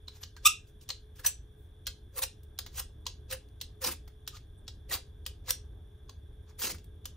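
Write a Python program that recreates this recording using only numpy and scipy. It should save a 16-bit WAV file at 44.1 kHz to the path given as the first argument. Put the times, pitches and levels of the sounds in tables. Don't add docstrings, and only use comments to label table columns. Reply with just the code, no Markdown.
import sys
import numpy as np
from scipy import signal
from scipy.fft import rfft, irfft, next_fast_len
from scipy.io import wavfile
from scipy.ndimage import uniform_filter1d, map_coordinates

SR = 44100
rng = np.random.default_rng(int(sys.argv[2]) if len(sys.argv) > 2 else 0)


def wav_out(sig):
    wavfile.write(sys.argv[1], SR, np.round(np.clip(np.atleast_2d(sig).T, -1, 1) * 32767).astype(np.int16))


N = 316058

# pitch_hz, width_hz, level_db
BLADE_MODES = [(1215, 66, 2), (1232, 12, -4.5), (2610, 200, 1), (2740, 9.8, 4.5), (2730, 80, -6),
               (3507, 150, 4), (3980, 110, -6.5), (5585, 120, 4.5), (6500, 440, -8), (7800, 310, 2.5),
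               (9210, 1200, -5.5), (10840, 450, 2), (11740, 180, -5), (13100, 81, -5.5), (14800, 400, -10)]
# time_s, slip_rate_hz, slip_db, tilt_db_per_overtone, grit_db, bright_db
SQUEAL_CURVE = [(.449, 1140, -61.5, -3, -47, -41.5), (0.451, 1183, -27.5, -1.5, -42, -35),
                (0.457, 1183, -19.5, 0, -36, -35), (.464, 1233, -20.5, 0.74, -30.5, -33.5),
                (0.47, 1290, -18, -0.01, -21.5, -19), (0.476, 1343, -24, -1.5, -27, -26.5),
                (0.481, 1340, -47.5, -1.4, -47.5, -41.5)]


def blade_on_rod():
    # freq_hz, level_db
    body_eq = [(200, -48.5), (450, -22.5), (700, -4), (1000, 1), (2000, -1.5), (2800, -14), (5000, -59)]
    # freq_hz, level_db
    grit_eq = [(800, -59.5), (1700, -19), (2400, -4), (4000, -1), (6000, -1), (7800, -3.5), (9000, -10.5),
               (14000, -59)]
    # freq_hz, level_db
    tick_eq = [(800, -59.5), (1700, -19), (2400, -11), (3200, 1.5), (4200, 1), (6000, -1.5), (7800, -5.5),
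               (9000, -19.5), (14000, -60)]
    # freq_hz, level_db
    bright_eq = [(4000, -62.5), (7000, -21.5), (8300, 3), (10500, 3.5), (12500, -2), (15600, -4),
                 (15900, -32.5), (17000, -37)]
    rod_hz, rod_width_hz, ring_db = 519, 30, -16
    scrape, tap = strokes(), taps()
    _, body, bright, hum = scrape + tap
    middle = scrape[0] * coloured(grit_eq, patchy_db=2.5) + tap[0] * coloured(tick_eq, patchy_db=0)
    hiss = middle + body * coloured(body_eq, patchy_db=3.1) + bright * coloured(bright_eq, patchy_db=2.0)
    bending = hum * np.cos(2 * np.pi * rod_hz * np.arange(N) / SR + 2.4 * wobble(30))
    rod = filtered(bending, lambda hz: modes([(rod_hz, rod_width_hz, 4)], hz)) * [[1], [.4]]
    ring = amp(ring_db) * filtered(hiss, lambda hz: modes(BLADE_MODES, hz))
    return hiss + ring + rod + squeal() + chirps()


def strokes():
    # bite_s, rise_s, hold_s, release_s, grit_db,
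    # body_offset_db, bright_offset_db, hum_offset_db (offsets from the grit)
    pushes = [(.168, 0.081, 0.002, 0.043, -59.5, -9, -9, -17),
              (0.222, 0.017, 0.001, 0.0027, -58, 0.5, -13, -26),
              (0.455, 0.023, 0.0011, .002, -44, -9.5, -5, -13),
              (0.676, 0.016, 0.022, .025, -71, -12, 4, -9),
              (0.814, .012, 0.0268, 0.0029, -62.5, -13, -0.5, -15),
              (1.159, 0.013, 0.03, .003, -66.5, -10.5, 2.5, -20),
              (1.198, 0.012, .002, 0.023, -49, -9, 1.5, -11),
              (1.248, .012, .008, 0.0046, -40, -5.5, 0, -27),
              (1.265, 0.0088, .006, 0.025, -28, -15.5, 7.5, -24),
              (1.593, .05, 0.076, 0.062, -85, -15, 14, 0), (2.187, 0.034, .006, .012, -41, -5, 7.5, -1),
              (2.22, .004, 0.0058, .004, -41, -7, 5.5, -3),
              (2.231, .011, .008, .012, -31, -11.5, 0.5, -19.5),
              (2.798, 0.049, 0.0025, 0.019, -37, -8, 3.5, -19),
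              (3.315, 0.019, .002, .012, -39.5, -12.5, -0.5, -10),
              (3.326, 0.012, .011, 0.019, -37, -6, 2.5, -5.5),
              (3.819, 0.011, 0.013, 0.0032, -46.5, -5.5, 3, -1.5),
              (3.844, 0.014, .004, 0.016, -30.5, -14, -1, -8),
              (3.865, 0.018, .015, 0.057, -35, -5.5, 3, -17),
              (3.924, 0.024, 0.0016, 0.02, -42, -7.5, 4, -32.5),
              (4.355, 0.048, 0.017, .035, -53, -13, -8.5, -25),
              (4.898, 0.011, .012, 0.0031, -50, -7.5, 3.5, -0.5),
              (4.914, 0.0056, .004, 0.0047, -43.5, -6, 0.5, -19),
              (4.924, .011, .03, 0.032, -34, -6.5, 2.5, -20),
              (5.495, 0.028, .009, 0.0026, -37.5, -7.5, 0.5, -12.5),
              (6.499, 0.036, 0.0023, .04, -64.5, -2, -6.5, -24.5),
              (6.593, 0.011, .015, .003, -49, -7.5, 8, -9.5),
              (6.62, 0.011, .055, 0.033, -34, -10.5, 2, -21),
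              (6.698, 0.024, .022, 0.0094, -39, -11, 0, -15), (6.746, .011, .002, .03, -61, 2, 10, -15),
              (6.783, .005, 0.0022, 0.035, -57, -13, -5, -16)]
    rise_depths, release_depths = [0.88, 0.85, 1.05, 0.46], [1.7, 0.91, 1.6, .9]
    envelopes = np.zeros((4, N))
    for *timing, grit_db, body_db, bright_db, hum_db in pushes:
        layers = zip([0, body_db, bright_db, hum_db], rise_depths, release_depths)
        envelopes += [swell(*timing, grit_db + offset_db, up, down) for offset_db, up, down in layers]
    times_s, *_, grit_db, bright_db = np.transpose(SQUEAL_CURVE)
    envelopes[[0, 2]] += [gated_gain(times_s, grit_db), gated_gain(times_s, bright_db)]
    catch_db = 1.3 * wobble(180) + 1.4 * wobble(900) + 1.2 * np.abs(wobble(1500))
    return envelopes * unit(amp(catch_db))


def taps():
    # start_s, level_db, body_offset_db, bright_offset_db, t60_s
    touches = [(0.0819, -34.5, -9, -10, 0.017), (0.2306, -37.5, -9.5, -12.5, 0.019),
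               (0.2342, -34.5, -14.5, -8.5, 0.028), (0.3645, -48.5, -5, -6, 0.054),
               (0.8113, -56, -22, -8, 0.03), (0.8892, -34, -9, -2, 0.053), (0.902, -28.5, -10.5, -13, 0.03),
               (1.8678, -27, -15, 0, 0.025), (1.8738, -31.5, -9, -8, 0.024), (2.432, -61, -17.5, 8.5, 0.03),
               (2.588, -25.5, -8.5, 1, 0.022), (2.6622, -41.5, -7, -5, 0.049),
               (3.0652, -26.5, -14, -8, 0.036), (3.486, -62.5, -15, -1, 0.025),
               (3.6119, -31, -13, -4, 0.038), (4.0764, -53.5, 0, 2, 0.039),
               (4.2756, -30.5, -10, -0.5, 0.028), (4.367, -44, -14, -12, 0.028),
               (4.6787, -36, -14, -10, 0.036), (5.2631, -27.5, -12, -1, 0.028),
               (5.5056, -15, -9.5, 5.5, 0.014), (6.0936, -41, -10, -7.5, 0.028),
               (6.8422, -59, -9.5, 9, 0.023), (7.0545, -33.5, -13.5, -1, 0.03)]
    attack_s, hum_offset_db = .001, -21
    lead_s, lead_db = 0.0094, -21
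    envelopes, t = np.zeros((4, N + SR)), np.arange(SR // 8) / SR
    attack = 1 - np.exp(-t / attack_s)
    for start_s, level_db, body_db, bright_db, t60_s in touches:
        balance = amp([0, body_db, bright_db, hum_offset_db])[:, None]
        decay = amp(level_db - 60 * t / t60_s)
        envelopes[:, round(start_s * SR):][:, :len(t)] += balance * decay * attack
    envelopes[0] += amp(lead_db) * np.roll(envelopes[0], -round(lead_s * SR))
    return envelopes[:, :N]


def squeal():
    times_s, rate_hz, slip_db, tilt_db = np.transpose(SQUEAL_CURVE)[:4]
    t = np.arange(N) / SR
    cycles = np.cumsum(np.interp(t, times_s, rate_hz)) / SR
    cycles += 0.021 * wobble(1200)
    tilt = amp(np.interp(t, times_s, tilt_db))
    slips = sum(tilt ** k * np.cos(2 * np.pi * (k + 1) * cycles) for k in range(12))
    drive = gated_gain(times_s, slip_db) * slips * amp(3.1 * wobble(1200))
    return filtered(drive, lambda hz: modes(BLADE_MODES, hz)) * [[1], [-.3]]


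def chirps():
    # start_s, length_s, pitch_hz, level_db
    locks = [(0.077, 0.009, 4070, -46), (0.13, 0.073, 11790, -67), (0.204, 0.041, 11700, -58),
             (.366, 0.025, 1610, -62.5), (0.9, 0.013, 4230, -41), (1.189, 0.014, 1677, -57),
             (1.241, 0.016, 1705, -46), (1.259, 0.013, 5930, -28.5), (1.26, 0.0087, 10000, -30.5),
             (1.263, 0.012, 7730, -31), (1.871, 0.021, 4147, -46.5), (2.179, 0.0056, 11100, -37),
             (2.186, 0.013, 1048, -48), (2.221, 0.0058, 8840, -36), (2.762, 0.031, 14440, -57),
             (3.0624, 0.006, 1000, -43), (3.821, 0.021, 1800, -53), (4.322, 0.046, 1262, -62.5),
             (4.571, 0.027, 8680, -70.5), (4.907, .012, 1877, -43.5), (5.5055, 0.0037, 5630, -28.5),
             (6.089, 0.0095, 1055, -56.5), (6.601, 0.013, 14820, -45), (6.608, .015, 1820, -54)]
    out = np.zeros((2, N + SR))
    for start_s, length_s, pitch_hz, level_db in locks:
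        width_hz = 110 * (pitch_hz / 1000) ** 0.66
        drive = np.pad(np.hanning(round(length_s * SR)) ** .5, (0, SR // 8))
        loss = np.pi * width_hz / SR
        envelope = signal.lfilter([loss], [1, loss - 1], drive)
        wavering_hz = pitch_hz + .45 * width_hz * wobble(700)[:len(drive)]
        tone = np.sin(2 * np.pi * np.cumsum(wavering_hz) / SR + rng.uniform(0, 2 * np.pi, (2, 1)))
        out[:, round(start_s * SR):][:, :len(drive)] += amp(level_db + 8.0) * envelope * tone
    return out[:, :N]


def sparks():
    # peak_s, rise_s, hold_s, release_s, level_db
    flares = [(3.867, 0.031, 0.0295, .05, -45.5), (4.936, .04, .021, .05, -46),
              (6.645, 0.036, 0.093, .021, -43.5)]
    # freq_hz, level_db
    flame_eq = [(60, -38), (120, -4), (200, 0), (400, 2.5), (700, -8.5), (1500, -40.5)]
    return sum(swell(*flare) for flare in flares) * coloured(flame_eq, patchy_db=5.0)


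def room(pair, wet_db):
    # freq_hz, t60_s
    decay_times = [(300, 0.33), (1000, 0.13), (3000, .24), (8000, .2), (15000, 0.081)]
    out = np.zeros((2, N + SR))
    step, tail_length, predelay = SR // 10, SR // 3, 200
    for at in range(0, N, step):
        hz, t, noise = signal.stft(rng.standard_normal((2, tail_length)), SR, nperseg=256)
        decay = amp(-60 * t / along(decay_times, hz)[:, None])
        tail = signal.istft(noise * decay, SR, nperseg=256)[1]
        answer = signal.fftconvolve(pair[:1, at:at + step], tail / np.linalg.norm(tail[0]), axes=1)
        out[:, at + predelay:][:, :answer.shape[1]] += answer
    return amp(wet_db) * out[:, :N]


def ventilation():
    # time_s, level_db
    rumble_ride = [(0.0, -56), (0.04, -51.5), (1.08, -51.5), (1.71, -50), (2.09, -51), (3.03, -48),
                   (4.55, -51), (4.63, -46.5), (4.67, -49.5), (5.78, -47), (5.8, -46), (5.86, -49),
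                   (7.02, -49), (7.16, -49)]
    # freq_hz, level_db
    rumble_eq = [(8.8, -42.5), (15, -16), (75, -1), (180, -24.5), (209, -27.5), (261, -26.5), (394, -26.5),
                 (424, -21.5), (449, -36), (474, -35), (729, -37.5), (1300, -46), (1690, -77), (2860, -120)]
    # freq_hz, level_db
    hiss_eq = [(600, -37.5), (1200, -11), (2200, -12), (4500, -23.5), (8000, -20.5), (12000, -20.5),
               (15200, -19), (15800, -46)]
    # pitch_hz, width_hz, level_db
    whistle_modes = [(480, 15, 2), (1600, 200, -2), (3450, 300, .3), (5800, 700, -11), (9550, 600, -4),
                     (10050, 380, 0)]
    t, hum_hz = np.arange(N) / SR, 426
    rumble = amp(np.interp(t, *np.transpose(rumble_ride))) * coloured(rumble_eq, patchy_db=1.3)
    hiss = amp(-80.5) * coloured(hiss_eq, patchy_db=1.2)
    air = rng.standard_normal((2, N))
    whistle = amp(-70.5) * unit(filtered(air, lambda hz: modes(whistle_modes, hz) ** 2))
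    hum = amp(-67 + 1.4 * wobble(4.0)) * np.sin(2 * np.pi * hum_hz * t + 0.27 * wobble(5))
    return rumble + hiss + whistle + hum * [[1], [.3]]


def ports(pair, likeness):
    # freq_hz, left_lead_rad
    phase_turn = [(0, 0), (2000, .05), (2700, .5), (4300, .6), (5100, 0), (6000, .4), (9200, 3.12),
                  (10900, 3.16), (14200, 6.2), (17000, 6.3)]

    def weights(hz, side):
        spread = np.arccos(np.clip(along(likeness, hz), 0, 1)) / 2
        turn = np.interp(hz, *np.transpose(phase_turn))
        return np.exp(side * 1j * turn / 2) * [np.cos(spread), side * np.sin(spread)]
    return np.array([filtered(pair, lambda hz: weights(hz, side)).sum(0) for side in (1, -1)])


def swell(peak_s, rise_s, hold_s, release_s, level_db, rise_depth=1, release_depth=1):
    creep_db, sag_db = -25, -88.5 * hold_s
    onset_db, drop_db = -22.5 * rise_depth, -22.5 * release_depth
    times_s = [peak_s - 2 * rise_s, peak_s - rise_s, peak_s, peak_s + hold_s, peak_s + hold_s + release_s]
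    shape_db = np.array([onset_db + creep_db, onset_db, 0, sag_db, sag_db + drop_db])
    return gated_gain(times_s, level_db + shape_db)


def gated_gain(times_s, levels_db):
    gain = np.zeros(N)
    span = slice(max(round(times_s[0] * SR) - 100, 0), round(times_s[-1] * SR) + 100)
    t = np.arange(N)[span] / SR
    gate = np.clip(np.minimum(t - times_s[0], times_s[-1] - t) / .002 + .75, 0, 1)
    gain[span] = gate * amp(np.interp(t, times_s, levels_db))
    return gain


def coloured(eq, patchy_db):
    noise = signal.stft(rng.standard_normal((2, N)), nperseg=256)[2]
    patches = uniform_filter1d(uniform_filter1d(rng.standard_normal(noise.shape[1:]), 4, 0), 5, 1)
    pair = signal.istft(noise * amp(patchy_db * unit(patches)), nperseg=256)[1][:, :N]
    return unit(filtered(pair, lambda hz: amp(along(eq, hz))))


def modes(table, hz):
    return sum((-1) ** k * amp(db) * 1j * hz * width / (pitch ** 2 - hz ** 2 + 1j * hz * width + 1e-9)
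               for k, (pitch, width, db) in enumerate(table))


def filtered(x, response):
    size = next_fast_len(N + SR // 2)
    return irfft(rfft(x, size) * response(np.fft.rfftfreq(size, 1 / SR)), size)[..., :N]


def wobble(rate_hz):
    return map_coordinates(rng.standard_normal(int(N * rate_hz / SR) + 4), [np.arange(N) * rate_hz / SR])


def along(points, hz):
    freqs_hz, values = np.transpose(points)
    return np.interp(np.log(hz + 1), np.log(freqs_hz + 1), values)


def amp(db):
    return 10 ** (np.asarray(db) / 20)


def unit(x):
    return x / np.sqrt(np.mean(x ** 2) + 1e-20)


def scene():
    # freq_hz, left_right_likeness
    near_image = [(150, 1), (700, .85), (1200, .98), (1900, .99), (3500, .82), (4700, .25), (5500, .92),
                  (7500, .82), (9300, .998), (11000, .995), (13000, .72), (14500, .99)]
    # freq_hz, left_right_likeness
    far_image = [(70, 1), (110, .997), (170, .95), (330, .75), (850, .05), (1800, .88), (3000, .45),
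                 (3800, .6), (4700, .15), (6000, .8), (7500, .6), (9300, .998), (10800, .998), (13000, .6),
                 (14800, .97)]
    near = blade_on_rod() + sparks()
    far = room(near, wet_db=-9) + ventilation()
    return ports(near, near_image) * amp([[-.3], [.3]]) + ports(far, far_image)


def record(dry):
    cutoff_hz = 16800
    return filtered(dry, lambda hz: hz < cutoff_hz)


dry = scene()
out = record(dry)
wav_out(out)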